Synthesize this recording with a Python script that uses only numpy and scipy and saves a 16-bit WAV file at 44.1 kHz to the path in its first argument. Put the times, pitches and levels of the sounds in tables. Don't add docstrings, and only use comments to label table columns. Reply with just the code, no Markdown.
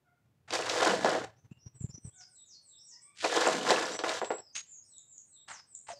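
import sys
import numpy as np
from scipy import signal
from scipy.io import wavfile
from scipy.ndimage import uniform_filter1d, minimum_filter1d

SR = 44100
rng = np.random.default_rng(int(sys.argv[2]) if len(sys.argv) > 2 else 0)


def dump_mix(stems):
    frames = np.atleast_2d(stems).T
    limited = np.clip(frames, -1, 1)
    pcm = np.round(limited * 32767).astype(np.int16)
    wavfile.write(sys.argv[1], SR, pcm)


N = 264159
TIME = np.arange(N) / SR


def pouring():
    mass = band(patter(150, 370, per_s=300, spread_db=4, cycles=0.26), 170, 360, order=3)
    clods = band(tub(patter(400, 2000, per_s=900, spread_db=1.0, cycles=0.84)), 340, 2400, order=3)
    crumbs = band(patter(2600, 9600, per_s=3500, spread_db=2.0, cycles=0.3), 2600, 10000)
    grit = band(patter(1600, 7500, per_s=280, spread_db=6.5, cycles=5.8), 2000, 18000)
    fine = clumped(evened(crumbs) + amp(-6.5) * evened(grit))
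    mass_level, clod_level, crumb_level = flow()
    return (mass_level * steadied(mass)
            + amp(4) * clod_level * steadied(clumped(clods))
            + amp(-1) * crumb_level * steadied(fine))


# t/s, level/dB
POURS = [
    [(0.522, -47.5), (0.54, -32), (0.584, -42.5), (0.59, -42.5), (0.64, -43.5), (0.878, -28),
     (1.004, -43.5), (1.09, -31), (1.234, -47), (1.25, -40)],
    [(3.224, -49), (3.25, -29.5), (3.282, -42.5), (3.36, -32), (3.368, -27), (3.38, -34.5), (3.452, -30.5),
     (3.626, -42.5), (3.712, -27.5), (3.724, -32.5), (3.97, -45.5)],
    [(4.037, -33.5), (4.163, -42.5), (4.205, -53)],
]
# crumbs at start/dB, crumbs at end/dB, bulk lands at t/s, bulk level/dB
POUR_CONTENTS = [(-33.5, -43, 0.9, -36), (-37, -37, 3.52, -36.5), (-42, -31.5, 4.04, -78)]
def flow(edge_s=0.0017, bulk_rise_s=0.01, bulk_fade_s=0.25, full_flow_db=-34, drum_db=-20):
    levels = np.zeros((3, N))
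    for curve, (first_db, last_db, bulk_s, bulk_db) in zip(POURS, POUR_CONTENTS):
        s, db = np.transpose(curve)
        inside = np.clip(np.minimum(TIME - s[0], s[-1] - TIME) / edge_s + .5, 0, 1)
        flow_db = np.interp(TIME, s, db)
        bulk = np.exp(-np.maximum((bulk_s - TIME) / bulk_rise_s, (TIME - bulk_s) / bulk_fade_s))
        mass = amp(bulk_db) * bulk + amp(flow_db + drum_db)
        crumbs_db = np.interp(TIME, s[[0, -1]], [first_db, last_db])
        crumbs_db += 0.87 * (flow_db - full_flow_db)
        levels += inside * np.array([mass, amp(flow_db), amp(crumbs_db)])
    return levels


# t/s, level/dB, extra level of the bright tick/dB
LUMP_LANDINGS = [(0.506, -27, 6), (0.526, -21.5, 0), (0.589, -19.5, -21), (0.668, -24.5, -5),
                 (0.696, -24, 9.5), (0.819, -10.5, -8), (0.867, -15, -22.5), (0.935, -12, -20),
                 (1.046, -5.5, -9.5), (1.082, -14.5, -31), (1.15, -13, -12), (3.243, -15.5, -24.5),
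                 (3.366, -14.5, -8.5), (3.468, -9.5, -29), (3.705, -5.5, -4.5), (3.99, -21, 1),
                 (4.093, -30.5, 14.5), (4.215, -14.5, -46), (4.246, -40.5, 13), (4.304, -11.5, -24),
                 (4.315, -25.5, -10.5), (4.382, -35, -4.5)]
def lumps(thud_hz=620, tick_hz=4200, crumble_s=0.017, debris=0.4, tick_db=4, weight_db=-9):
    out, t = np.zeros(N), np.arange(SR // 5) / SR
    for s, db, treble_db in LUMP_LANDINGS:
        splinters = rng.standard_normal((2, len(t))) * (rng.random((2, len(t))) < .08)
        blows = debris * splinters * np.exp(-t / crumble_s)
        blows[1] /= 2
        blows[:, SR // 1000] = 1
        thud = band(tub(through(blows[0], grain(thud_hz, cycles=0.38))), 490, 5000)
        tick = band(through(blows[1], grain(tick_hz, cycles=.5)), 1400, 10500, order=3)
        weight = band(through(blows[0], grain(400, cycles=3.0)), 220, 520, order=3)
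        lump = peaked(thud) + amp(treble_db + tick_db) * peaked(tick) + amp(weight_db) * peaked(weight)
        add(out, s, amp(db) * lump)
    return amp(-5.5) * out


# f/Hz, level/dB
TUB_NOTES = [(328.4, -41), (436.0, -47.5), (500.6, -41.5), (635.2, -49.5), (726.7, -44.5), (958.2, -54),
             (1039, -52), (1405, -51), (1507, -57.5), (1701, -47), (1981, -51.5)]
def tub(x, ring_db=-12, ring_s=0.089):
    t = np.arange(SR // 4) / SR
    ring = sum(amp(db - 60 * t / ring_s) * np.cos(2 * np.pi * hz * t) for hz, db in TUB_NOTES)
    return x + amp(ring_db) * through(x, ring / np.linalg.norm(ring))


# t/s, length/s, coarse grains/dB, fine grains/dB
FINGER_DRAGS = [(0.476, 0.04, -45.5, -53), (2.206, 0.047, -62, -54.5), (3.148, 0.45, -68, -42.5),
                (4.549, 0.069, -54.5, -39), (5.474, 0.14, -46, -50), (5.865, 0.071, -49, -50)]
def raking(fade_db=7):
    coarse = band(patter(780, 2100, per_s=4000, spread_db=0.5, cycles=0.98), 610, 3500, order=5)
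    fine = band(patter(2700, 12000, per_s=2400, spread_db=3.5, cycles=0.38), 1388, 9800, order=6)
    out = np.zeros(N)
    for s, length, coarse_db, fine_db in FINGER_DRAGS:
        progress = np.clip((TIME - s) / length, 0, 1)
        stroke = np.clip(10 * np.minimum(progress, 1 - progress), 0, 1) * amp(-fade_db * progress)
        out += stroke * (amp(coarse_db) * evened(coarse) + amp(fine_db) * evened(fine))
    return out


# t/s, level/dB, f/Hz, ring/cycles
HARD_BITS = [(5.515, -30.5, 1500, 1.4), (5.889, -29.5, 867, 2.4), (5.902, -31.5, 689, 9.8),
             (5.932, -40.5, 571, 73)]
def clacks():
    out = np.zeros(N)
    for s, db, hz, cycles in HARD_BITS:
        add(out, s, amp(db) * grain(hz, cycles))
    return band(out, 565, 5000)


# t/s, level/dB, f/Hz
SOFT_THUMPS = [(1.514, -34, 175), (1.662, -32.5, 114), (1.808, -27.5, 123), (1.841, -19.5, 126),
               (1.893, -35, 121), (1.941, -37.5, 122), (1.979, -39, 245), (2.048, -30, 122),
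               (2.072, -35.5, 108)]
def thumps(swell_cycles=0.29, knock_db=-24):
    out, t = np.zeros(N), np.arange(SR // 10) / SR
    for s, db, hz in SOFT_THUMPS:
        age = t * hz / swell_cycles
        push = age ** 2 * np.exp(-age) * np.sin(2 * np.pi * hz * t)
        add(out, s, amp(db) * peaked(push))
        add(out, s + 0.0021, amp(db + knock_db) * grain(420, cycles=3.0))
    return out


# length/s, last pitch over first, share spent sliding, buzz, strength of lower voice
RISE = (0.085, 1.1, 0.55, 0.034, 0)
HOLD = (0.26, 1.025, 0.38, 0.025, 0)
SLUR = (0.155, 0.9, 0.78, 0.026, 0)
SWOOP = (0.17, 0.61, 0.75, 0.046, 0)
DOUBLE = (0.2, 0.88, 0.48, 0.0334, 0.42)
TICK = (0.0045, 0.92, 0.93, 0.041, 0.022)
# t/s, first f/Hz, level/dB, kind of chirp
CHIRPS = [(1.345, 5550, -71.5, RISE), (1.489, 6860, -79, RISE), (1.49, 2546, -72.5, RISE),
          (1.581, 5240, -59.5, RISE), (1.73, 7950, -57, SLUR), (1.896, 5340, -55, RISE),
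          (1.99, 8600, -57.5, SLUR), (2.1, 3240, -70, RISE), (2.109, 8310, -50, SWOOP),
          (2.27, 8840, -51.5, DOUBLE), (2.441, 7170, -49.5, SWOOP), (2.61, 8700, -50, DOUBLE),
          (2.773, 5146, -48.5, RISE), (2.82, 8500, -48, SWOOP), (3.004, 7690, -46, RISE),
          (3.889, 5380, -54.5, RISE), (3.899, 7000, -53, RISE), (4.181, 7490, -53, HOLD),
          (4.39, 5400, -57, SLUR), (4.525, 6040, -45, RISE), (4.656, 7390, -45, SLUR),
          (4.82, 5090, -59, RISE), (4.829, 8840, -51, DOUBLE), (4.98, 7820, -35, TICK),
          (5.055, 7640, -48.5, SLUR), (5.179, 7370, -32.5, TICK), (5.245, 8730, -51, DOUBLE),
          (5.459, 8400, -52.5, SWOOP), (5.658, 8240, -50, SLUR), (5.749, 7970, -27.5, TICK),
          (5.801, 7760, -53.5, RISE), (5.85, 7640, -60, SWOOP)]
def birds(bend=1.4, landed_buzz=0.2, lower_ratio=0.47, lower_glide=0.9, lower_enters=0.36):
    out = np.zeros(N)
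    for s, first_hz, db, (length, glide, gliding, buzz, lower) in CHIRPS:
        progress = np.linspace(0, 1, int(length * SR))
        eased = np.sin(np.pi / 2 * np.minimum(progress / gliding, 1) ** bend) ** 2
        rasp = buzz * np.where(progress < gliding, 1, landed_buzz)
        add(out, s, amp(db) * whistle(first_hz * glide ** eased, rasp))
        lower_progress = np.linspace(0, 1, np.sum(progress > lower_enters))
        lower_hz = lower_ratio * first_hz * lower_glide ** np.interp(lower_progress, progress, eased)
        add(out, s + lower_enters * length, lower * amp(db) * whistle(lower_hz, buzz))
    return out


def whistle(hz, buzz):
    swell = np.sin(np.pi * np.linspace(0, 1, len(hz)) ** 1.07)
    return evened(swell * np.sin(wavering_phase(hz, buzz, smooth_samples=70)))


# t/s, length/s, first f/Hz, last f/Hz, level/dB
DISTANT_CALLS = [(0.029, 0.14, 729, 702, -63.5), (2.113, 0.18, 767.6, 726.6, -60),
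                 (2.896, 0.11, 914, 986, -64), (2.969, 0.25, 1092, 1219, -64.5)]
def far_calls(harmonics_db=(-2, 0, -14), waver=0.022):
    out = np.zeros(N)
    for s, length, first_hz, last_hz, db in DISTANT_CALLS:
        hz = np.linspace(first_hz, last_hz, int(length * SR))
        phase = wavering_phase(hz, waver, smooth_samples=300)
        call = sum(amp(part_db) * np.sin(k * phase) for k, part_db in enumerate(harmonics_db, 1))
        add(out, s, amp(db) * evened(call * np.hanning(len(call))))
    return out


# f/Hz, time to fade by 60 dB/s
ECHO_TIMES = [(150, 0.1), (600, 0.4), (3000, 0.42), (7000, 0.34), (14000, 0.22)]
def yard(x, echoes_per_s=3000):
    echoes = rng.choice([-1., 1.], SR) * (rng.random(SR) < echoes_per_s / SR)
    echoes *= np.arange(SR) > SR // 200
    hz, t, spectrum = signal.stft(echoes, SR, nperseg=256)
    fade = amp(-60 * t / read(ECHO_TIMES, hz)[:, None])
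    tail = signal.istft(spectrum * fade, SR, nperseg=256)[1]
    return through(x, tail / np.linalg.norm(tail))


# f/Hz, level/dB
HUSH_TONE = [(25, -28), (60, 3.5), (140, 5.5), (450, -4.5), (1500, -17), (5000, -27.5), (15000, -30)]
# t/s, level/dB
DRONE_LEVELS = [(0, -61.5), (0.25, -54), (1.9, -51), (2.4, -65)]
def air(hush_db=-62):
    hush = evened(coloured(rng.standard_normal(N), HUSH_TONE))
    drone = evened(band(rng.standard_normal(N), 88, 145))
    drone_db = np.interp(TIME, *np.transpose(DRONE_LEVELS))
    return amp(hush_db) * hush + amp(drone_db) * drone


def grain(hz, cycles):
    turns = np.arange(int(8 * cycles * SR / hz) + 2) * hz / SR
    return np.sin(2 * np.pi * turns) * np.exp(-turns / cycles)


def patter(low_hz, high_hz, per_s, spread_db, cycles, kinds=16):
    strength = amp(spread_db * np.minimum(rng.exponential(1, N), 4))
    hits = strength * rng.choice([-1, 1], N) * (rng.random(N) < per_s / SR)
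    kind = rng.integers(0, kinds, N)
    return sum(through(hits * (kind == k), grain(hz, cycles)) * np.sqrt(hz)
               for k, hz in enumerate(np.geomspace(low_hz, high_hz, kinds)))


def clumped(shower, depth_db=2.0):
    return shower * amp(depth_db * evened(band(rng.standard_normal(N), 11, 55)))


def steadied(shower):
    return shower / np.sqrt(power(shower, seconds=0.092))


def wavering_phase(hz, depth, smooth_samples):
    shake = evened(uniform_filter1d(rng.standard_normal(len(hz)), smooth_samples))
    return 2 * np.pi * np.cumsum(hz * (1 + depth * shake)) / SR


def amp(db):
    return 10 ** (np.asarray(db) / 20)


def evened(x):
    return x / np.sqrt(np.mean(x ** 2) + 1e-20)


def peaked(x):
    return x / abs(x).max()


def power(x, seconds):
    size = max(int(seconds * SR / 2), 1)
    return abs(uniform_filter1d(uniform_filter1d(x ** 2, size), size)) + 1e-14


def read(points, hz):
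    f, value = np.transpose(points)
    return np.interp(np.log(hz + 1), np.log(f + 1), value)


def add(mix, s, sound):
    part = mix[max(round(s * SR), 0):][:len(sound)]
    part += sound[:len(part)]


def through(x, response):
    return signal.oaconvolve(x, response)[:len(x)]


def band(x, low_hz, high_hz, order=2):
    return signal.sosfilt(signal.butter(order, [low_hz, high_hz], "band", fs=SR, output="sos"), x)


def coloured(x, points, size=4096):
    log_gain = np.log(amp(read(points, abs(np.fft.fftfreq(size, 1 / SR)))))
    spectrum = np.exp(np.conj(signal.hilbert(log_gain)))
    return through(x, np.fft.ifft(spectrum).real[:size // 2])


def scene():
    soil = pouring() + raking() + lumps() + clacks()
    song = birds() + far_calls()
    return (soil + amp(-10.5) * yard(soil) + thumps() + song + amp(-0.5) * yard(song) + air())[None]


# f/Hz, level/dB
MIC_TONE = [(25, -16.5), (60, -7), (300, -4), (2500, 2), (7500, 0.5), (9000, -4.5), (11000, -10.5),
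            (15000, -9)]
def record(dry, threshold_db=-47, knee_db=3, depth_db=13, hiss_db=-89, top_hz=15700):
    level_db = 10 * np.log10(power(band(dry[0], 73.4, 3000, order=5), seconds=0.0056))
    held_db = -minimum_filter1d(-level_db, size=400)
    shut = uniform_filter1d(.5 - .5 * np.tanh((held_db - threshold_db) / knee_db), size=100)
    gated = dry[0] * amp(-depth_db * shut)
    heard = coloured(gated, MIC_TONE) + amp(hiss_db) * rng.standard_normal(N)
    treble_cut = signal.firwin(511, top_hz, window=("kaiser", 9), fs=SR)
    return signal.oaconvolve(heard, treble_cut, "same")[None]


dry = scene()
out = record(dry)
dump_mix(out)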